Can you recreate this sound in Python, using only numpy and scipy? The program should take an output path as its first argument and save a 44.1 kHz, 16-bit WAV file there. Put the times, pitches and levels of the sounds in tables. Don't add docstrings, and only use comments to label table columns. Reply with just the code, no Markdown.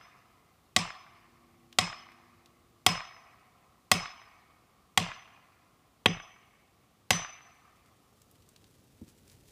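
import sys
import numpy as np
from scipy import signal
from scipy.fft import rfft, irfft, next_fast_len
from scipy.io import wavfile
from scipy.ndimage import uniform_filter1d

SR = 44100
rng = np.random.default_rng(int(sys.argv[2]) if len(sys.argv) > 2 else 0)


def materialize(psi):
    bounded = np.clip(np.atleast_2d(psi).T, -1, 1)
    quanta = np.round(bounded * 32767).astype(np.int16)
    wavfile.write(sys.argv[1], SR, quanta)


N = 419391
T = np.arange(N) / SR


def amp(db):
    return 10 ** (np.asarray(db) / 20)


def evened(x):
    return x / np.sqrt(np.mean(x ** 2) + 1e-20)


def smooth_noise(shape, size):
    return evened(uniform_filter1d(rng.standard_normal(shape), size=size))


def read(points, hz):
    f, value = np.transpose(points)
    return np.interp(np.log(hz + 1), np.log(f), value)


def add(mix, s, sound):
    at = round(s * SR)
    sound = sound[max(-at, 0):]
    part = mix[max(at, 0):][:len(sound)]
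    part += sound[:len(part)]


def colour(x, points):
    size = next_fast_len(len(x) + 4096)
    log_gain = np.log(amp(read(points, abs(np.fft.fftfreq(size, 1 / SR)))))
    response = np.exp(np.conj(signal.hilbert(log_gain)))
    return irfft(rfft(x, size) * response[:size // 2 + 1], size)[:len(x)]


def mode(hz, db, t60):
    t = T[:SR]
    return amp(db - 60 * t / t60) * np.sin(2 * np.pi * hz * t)


def burst(rise, decay):
    t = T[:SR // 6]
    x = rng.standard_normal(len(t)) * (1 - np.exp(-t / rise)) * np.exp(-t / decay)
    power = uniform_filter1d(abs(rfft(x)) ** 2, size=70)
    hz = np.fft.rfftfreq(len(t), 1 / SR) + 1
    return colour(x, np.c_[hz, -10 * np.log10(power)])


# pitch_hz, relative_level_db (per Hz)
AIR_COLOUR = [(25, -13), (50, 0), (100, 0), (200, -2), (400, -7), (700, -10), (1100, -14.5), (1700, -18),
              (3000, -17.5), (6000, -22), (15000, -27)]


def still_air(level_db=-68):
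    return amp(level_db) * evened(colour(rng.standard_normal(N), AIR_COLOUR))


# pitch_hz, relative_level_db (per Hz)
RUMBLE_COLOUR = [(30, -11), (100, 2.5), (400, -11), (1000, -29.5)]


def low_rumble(start_db=-71, ebb_db_per_s=0.54):
    return amp(start_db - ebb_db_per_s * T) * evened(colour(rng.standard_normal(N), RUMBLE_COLOUR))


HUM_FROM_S, HUM_SWELL_S, HUM_LENGTH_S, HUM_RELEASE_S = .85, 0.8, 2.25, .3
HUM_HZ, HUM_CLIMB_HZ_PER_S = 238, 2.3
HUM_DB, HUM_FADE_DB_PER_S = -66, 6


def far_hum(upper_ratio=1.425, upper_db=-1, waver=.004):
    t = T - HUM_FROM_S
    hz = HUM_HZ + HUM_CLIMB_HZ_PER_S * t
    swell = np.clip(t / HUM_SWELL_S, 0, 1)
    release = np.clip((HUM_LENGTH_S - t) / HUM_RELEASE_S, 0, 1)
    level = swell * release * amp(HUM_DB - HUM_FADE_DB_PER_S * np.maximum(t - HUM_SWELL_S, 0))
    hum = np.zeros(N)
    for ratio, tone_db in [(1, 0), (upper_ratio, upper_db)]:
        drift = 1 + waver * smooth_noise(N, 2000)
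        hum += amp(tone_db) * np.sin(2 * np.pi * np.cumsum(ratio * hz * drift) / SR)
    return level * hum


def distance():
    return still_air() + low_rumble() + far_hum()


# start_s, peak_db (before TWIG_DB), pitch_hz (the strongest)
TWIG_SNAPS = [(1.634, -58, 1970), (1.727, -38, 3130), (2.1184, -46, 1830), (2.4588, -44, 3840),
              (8.2173, -46.5, 7640), (8.3124, -48, 12300), (8.356, -56, 3360), (8.4224, -53, 4530),
              (8.4894, -43, 7950), (8.5614, -44, 3950), (8.6418, -45.5, 3940), (9.2974, -45.5, 4860)]
# pitch_ratio (times the strongest pitch), relative_level_db
SNAP_COLOUR = [(.1, -24.5), (.4, -9.5), (0.749, -4), (1, 0.5), (1.3, -5.5), (2, -9.5), (4, -22.5)]
TWIG_DB = -2.5


def twigs():
    out = np.zeros(N)
    for s, db, hz in TWIG_SNAPS:
        puff = burst(0.0003, 0.0023) + 0.27 * burst(.003, .02)
        snap = colour(puff, np.array(SNAP_COLOUR) * [hz, 1])
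        add(out, s, amp(db + TWIG_DB) * snap / abs(snap).max())
    return out


# start_s, peak_db
SOIL_THUDS = [(9.013, -37), (9.033, -47), (9.075, -52)]
# pitch_hz, relative_level_db
SOIL_COLOUR = [(30, -23.5), (90, -0.5), (160, 4), (320, -8), (600, -28), (1500, -50), (8000, -50)]


def soil_thud():
    out = np.zeros(N)
    for s, db in SOIL_THUDS:
        thud = colour(burst(0.0018, 0.008), SOIL_COLOUR)
        add(out, s, amp(db) * thud / abs(thud).max())
    return out


# start_s, level_db (before STEP_DB)
FOOTFALLS = [(9.0723, -55.5), (9.2688, -51), (9.2978, -56.5), (9.4694, -51.5)]
# pitch_hz, relative_level_db (per Hz)
LEAF_COLOUR = [(100, -2), (1000, -7.5), (2000, -3), (4000, -1.5), (8000, -1.5), (15000, -8)]
# pitch_hz, relative_level_db (per Hz)
SHUFFLE_COLOUR = [(30, -10), (100, 2), (200, -7), (420, -9.5), (800, -25.5), (3000, -39)]
STEP_RISE_S, STEP_FADE_S, STEP_DB = 0.0045, 0.043, -13
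STIR_FROM_S, STIR_BUILD_S = 7.36, 0.83
LEAVES_STILL_DB, LEAVES_STIRRED_DB, SHUFFLE_DB = -89, -72.5, -61.5


def feet_in_leaves(grain_db=2.0, clump_db=2):
    stir = 1 - np.exp(-np.maximum(T - STIR_FROM_S, 0) / STIR_BUILD_S)
    rustle = amp(LEAVES_STILL_DB) + amp(LEAVES_STIRRED_DB) * stir
    crunch = (1 - np.exp(-T[:SR] / STEP_RISE_S)) * np.exp(-T[:SR] / STEP_FADE_S)
    for s, db in FOOTFALLS:
        add(rustle, s, amp(db + STEP_DB) * crunch)
    strength = amp(grain_db * np.minimum(rng.exponential(1, N), 6))
    crackle = rng.standard_normal(N) * strength * (rng.random(N) < 5000 / SR)
    crackle *= amp(clump_db * smooth_noise(N, 700))
    leaves = rustle * evened(colour(crackle, LEAF_COLOUR))
    shuffle = amp(SHUFFLE_DB) * stir ** 2 * evened(colour(rng.standard_normal(N), SHUFFLE_COLOUR))
    return leaves + shuffle


def ground():
    return twigs() + soil_thud() + feet_in_leaves()


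def scatter(lumps_db=1.5):
    size = 2 * SR
    return evened(rng.standard_normal(size) * amp(lumps_db * smooth_noise(size, 200)))


# pitch_hz, early_scatter_db, early_fade_s, far_wash_db, far_fade_s
WOODS_RETURN = [(40, 0, .3, -26.5, 1), (130, 5, .22, -18, 1), (430, 7.5, 0.25, -19, 1.2),
                (614, 5.5, 0.36, -14, 0.71), (720, 12, 0.97, -1.5, 6), (914, 2.5, 0.35, -9.5, 1.4),
                (1046, 16.5, .66, 0, 4.3), (1268, 10.5, 0.8, -3.5, 4.2), (1460, 2, 0.47, -9, 1.9),
                (2200, 9, 0.59, -3, 2), (3300, 2.5, .58, -15, 1.5), (5000, 1, 0.41, -19.5, 2.1),
                (8200, -2.5, 0.3, -37.5, .7), (10400, -12, 0.2, -43.5, 0.65), (15000, -21, .2, -55.5, .5)]
# delay_s, level_db, centre_hz
TRUNK_SLAPS = [(0.0248, 0.5, 3583), (.062, -7, 2200), (.089, 2.5, 990), (.113, -3, 1250),
               (0.1413, 0.5, 1500), (0.3012, -16, 1430)]


def woods(paths, build=0.018, patch_db=2.0, ripple_db=3):
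    hz, t, z = signal.stft(paths, SR, nperseg=512)
    table = np.array(WOODS_RETURN)
    columns = [read(np.c_[table[:, 0], column], hz)[:, None] for column in table.T[1:]]
    near_db, near_t60, far_db, far_t60 = columns
    power = 0
    for db, t60 in [(near_db, near_t60), (far_db, far_t60)]:
        power = power + amp(db - 60 * t / t60) ** 2 * np.log(10 ** 6) / (t60 * SR)
    rise = read([(400, 0.0035), (700, build), (1500, build), (4000, 0.0028)], hz)[:, None]
    patches = uniform_filter1d(rng.standard_normal(z.shape), size=5, axis=0)
    patches = evened(uniform_filter1d(patches, size=5, axis=1))
    ridges = np.sqrt(2) * np.sin(np.cumsum(rng.uniform(.8, 2.6, len(hz))))
    ridges = ridges * np.clip(hz / 2000, 0, 1)
    texture = amp(patch_db * patches + ripple_db * ridges[:, None])
    z = z * np.sqrt(power) * (1 - np.exp(-t / rise)) * texture
    out = signal.istft(z, SR, nperseg=512)[1][:len(paths)]
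    for delay, db, centre in TRUNK_SLAPS:
        bark = [(centre / 4, -22), (centre / 1.1, -2), (centre * 0.78, 0),
                (centre * 2, -12), (centre * 4, -35), (centre * 7, -65)]
        add(out, delay, amp(db) * colour(burst(0.00061, .002), bark))
    return out


# delay_s, pitch_hz (varied slightly each blow), level_db, fade_s
TRUNK_WAVES = [(0, 205, -23.5, .055), (.003, 101, -30.5, 0.18), (.032, 172, -25.5, 0.16),
               (.036, 198, -34.5, 0.11), (0.063, 34, -44, 0.27), (0.109, 124.7, -32, 0.03)]


def trunk(swell=0.0037):
    out = np.zeros(SR)
    for delay, hz, db, t60 in TRUNK_WAVES:
        wave = mode(hz * rng.normal(1, 0.0088), db, t60)
        add(out, delay, wave * (1 - np.exp(-T[:SR] / swell)))
    return out


# pitch_hz, level_db (before knock_db), fade_s (to drop 60 dB)
WEDGE_TONES = [(740, -21, 0.075), (1123, -17, 0.039), (1954, -17.5, 0.035), (2134, -27, 0.054),
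               (2580, -25, 0.032), (3250, -19.5, 0.038), (3450, -22.5, .02), (3810, -20.5, 0.025)]
# pitch_hz, relative_level_db
CRACK_COLOUR = [(40, -10), (220, 11.5), (330, 5), (550, 13), (900, 12), (1500, 10.5), (2000, 12),
                (3300, 13.5), (4700, 13), (5500, 8.5), (7800, 10.5), (10500, 0), (15500, -4.5)]


def impact(knock_db, ground_delay=.0018, ground_share=0.97, chatter_db=-8, crack_db=-2):
    crack = burst(.0008, 0.00078) + amp(chatter_db) * burst(0.0022, 0.0028)
    add(crack, ground_delay, ground_share * burst(.0002, 0.0023))
    knock = sum(mode(*row) * (-1) ** k for k, row in enumerate(WEDGE_TONES))
    out = np.zeros(SR)
    add(out, .001, amp(knock_db) * knock)
    add(out, 0, amp(crack_db) * colour(crack, CRACK_COLOUR))
    return out


def ring(hz, db, t60, flutter_hz=30, scattered=.72, steady=1.4, swing_away=0.081, build=0.0047):
    t, shift = T[:SR], np.fft.fftfreq(SR, 1 / SR)
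    noise = rng.standard_normal(SR) + 1j * rng.standard_normal(SR)
    paths = np.fft.ifft(noise / (1 + (shift / flutter_hz) ** 2))
    paths *= (1 - np.exp(-t / build)) / np.sqrt(np.mean(abs(paths) ** 2))
    flutter = steady / (1 + t / swing_away) + scattered * paths
    return amp(db - 60 * t / t60) * (flutter * np.exp(2j * np.pi * hz * t)).real


# start_s, force_db (all but the ring), off_centre, grip (of the cut on the wedge), ring_db, fizz_db (above 10 kHz)
BLOW_ROWS = [(-.29, 2, 0.26, 0, 2, 0), (.7633, -1, 0, 0.06, -6, -5), (1.7864, -0.9, 0, 0.01, -3.5, -6),
             (2.864, 2, .16, 0.05, 0.5, 1.5), (3.9155, 1.5, 0.09, .12, 0.5, 2.5),
             (4.9751, 1.24, 0.17, .55, -6, 0.5), (6.0587, 3.5, 1, .65, -6.5, 1.5),
             (7.1061, 0.45, 0, 0.93, 2, 2)]
# pitch_hz, level_db (before the blow's changes), full_grip_change_db, fade_s (to drop 60 dB)
STEEL_TONES = [(4962, -45.5, 3.5, 0.5), (5163, -34.5, -15, 0.64), (6059, -47, 11.5, .78)]
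# pitch_hz, level_db (before the blow's changes), fade_s (to drop 60 dB)
STEEL_SIDE_TONES = [(3860, -47, 0.29), (8350, -51.5, .25), (10000, -49, .2), (11000, -51.5, 0.2)]
OFF_BODY_DB, OFF_BITE_DB, OFF_KNOCK_DB, OFF_TREBLE_DB, OFF_ECHO_DB = 10.5, 3.5, -3, -13, -7
GRIP_KNOCK_DB, GRIP_TREBLE_DB = -4, -3.5


def maul(side_db=0, knock_in_echo=0.7, square_body_db=-2.0, echo_db=1.13):
    out, standing_trees = np.zeros(N), scatter()
    for s, force_db, off_centre, grip, ring_db, fizz_db in BLOW_ROWS:
        knock_db = OFF_KNOCK_DB * off_centre + GRIP_KNOCK_DB * grip
        treble_db = OFF_TREBLE_DB * off_centre + GRIP_TREBLE_DB * grip
        echo = woods(evened(standing_trees + scatter()))
        echo = colour(echo, [(550, 0), (1100, knock_in_echo * knock_db), (1600, 0)])
        hit = amp(echo_db + OFF_ECHO_DB * off_centre) * echo
        add(hit, 0, impact(knock_db))
        add(hit, 0, trunk())
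        shade = [(200, 0.0028), (350, square_body_db + OFF_BODY_DB * off_centre), (650, 0.0015),
                 (2000, 0), (3300, OFF_BITE_DB * off_centre),
                 (4600, treble_db), (8500, treble_db), (10500, treble_db + fizz_db)]
        add(out, s, amp(force_db) * colour(hit, shade))
        for hz, db, gripped_db, t60 in STEEL_TONES:
            add(out, s, ring(hz, db + gripped_db * grip + ring_db, t60))
        for hz, db, t60 in STEEL_SIDE_TONES:
            add(out, s, ring(hz, db + side_db + treble_db + ring_db, t60))
    return out


def scene():
    return (distance() + ground() + maul())[None]


def record(dry, low_cut_hz=42, edge_hz=15500):
    low_cut = signal.butter(2, low_cut_hz, "high", fs=SR, output="sos")
    thinned = signal.sosfilt(low_cut, dry)
    band_limit = signal.firwin(511, edge_hz, window=("kaiser", 9), fs=SR)
    return signal.oaconvolve(thinned, band_limit[None], "same")


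dry = scene()
out = record(dry)
materialize(out)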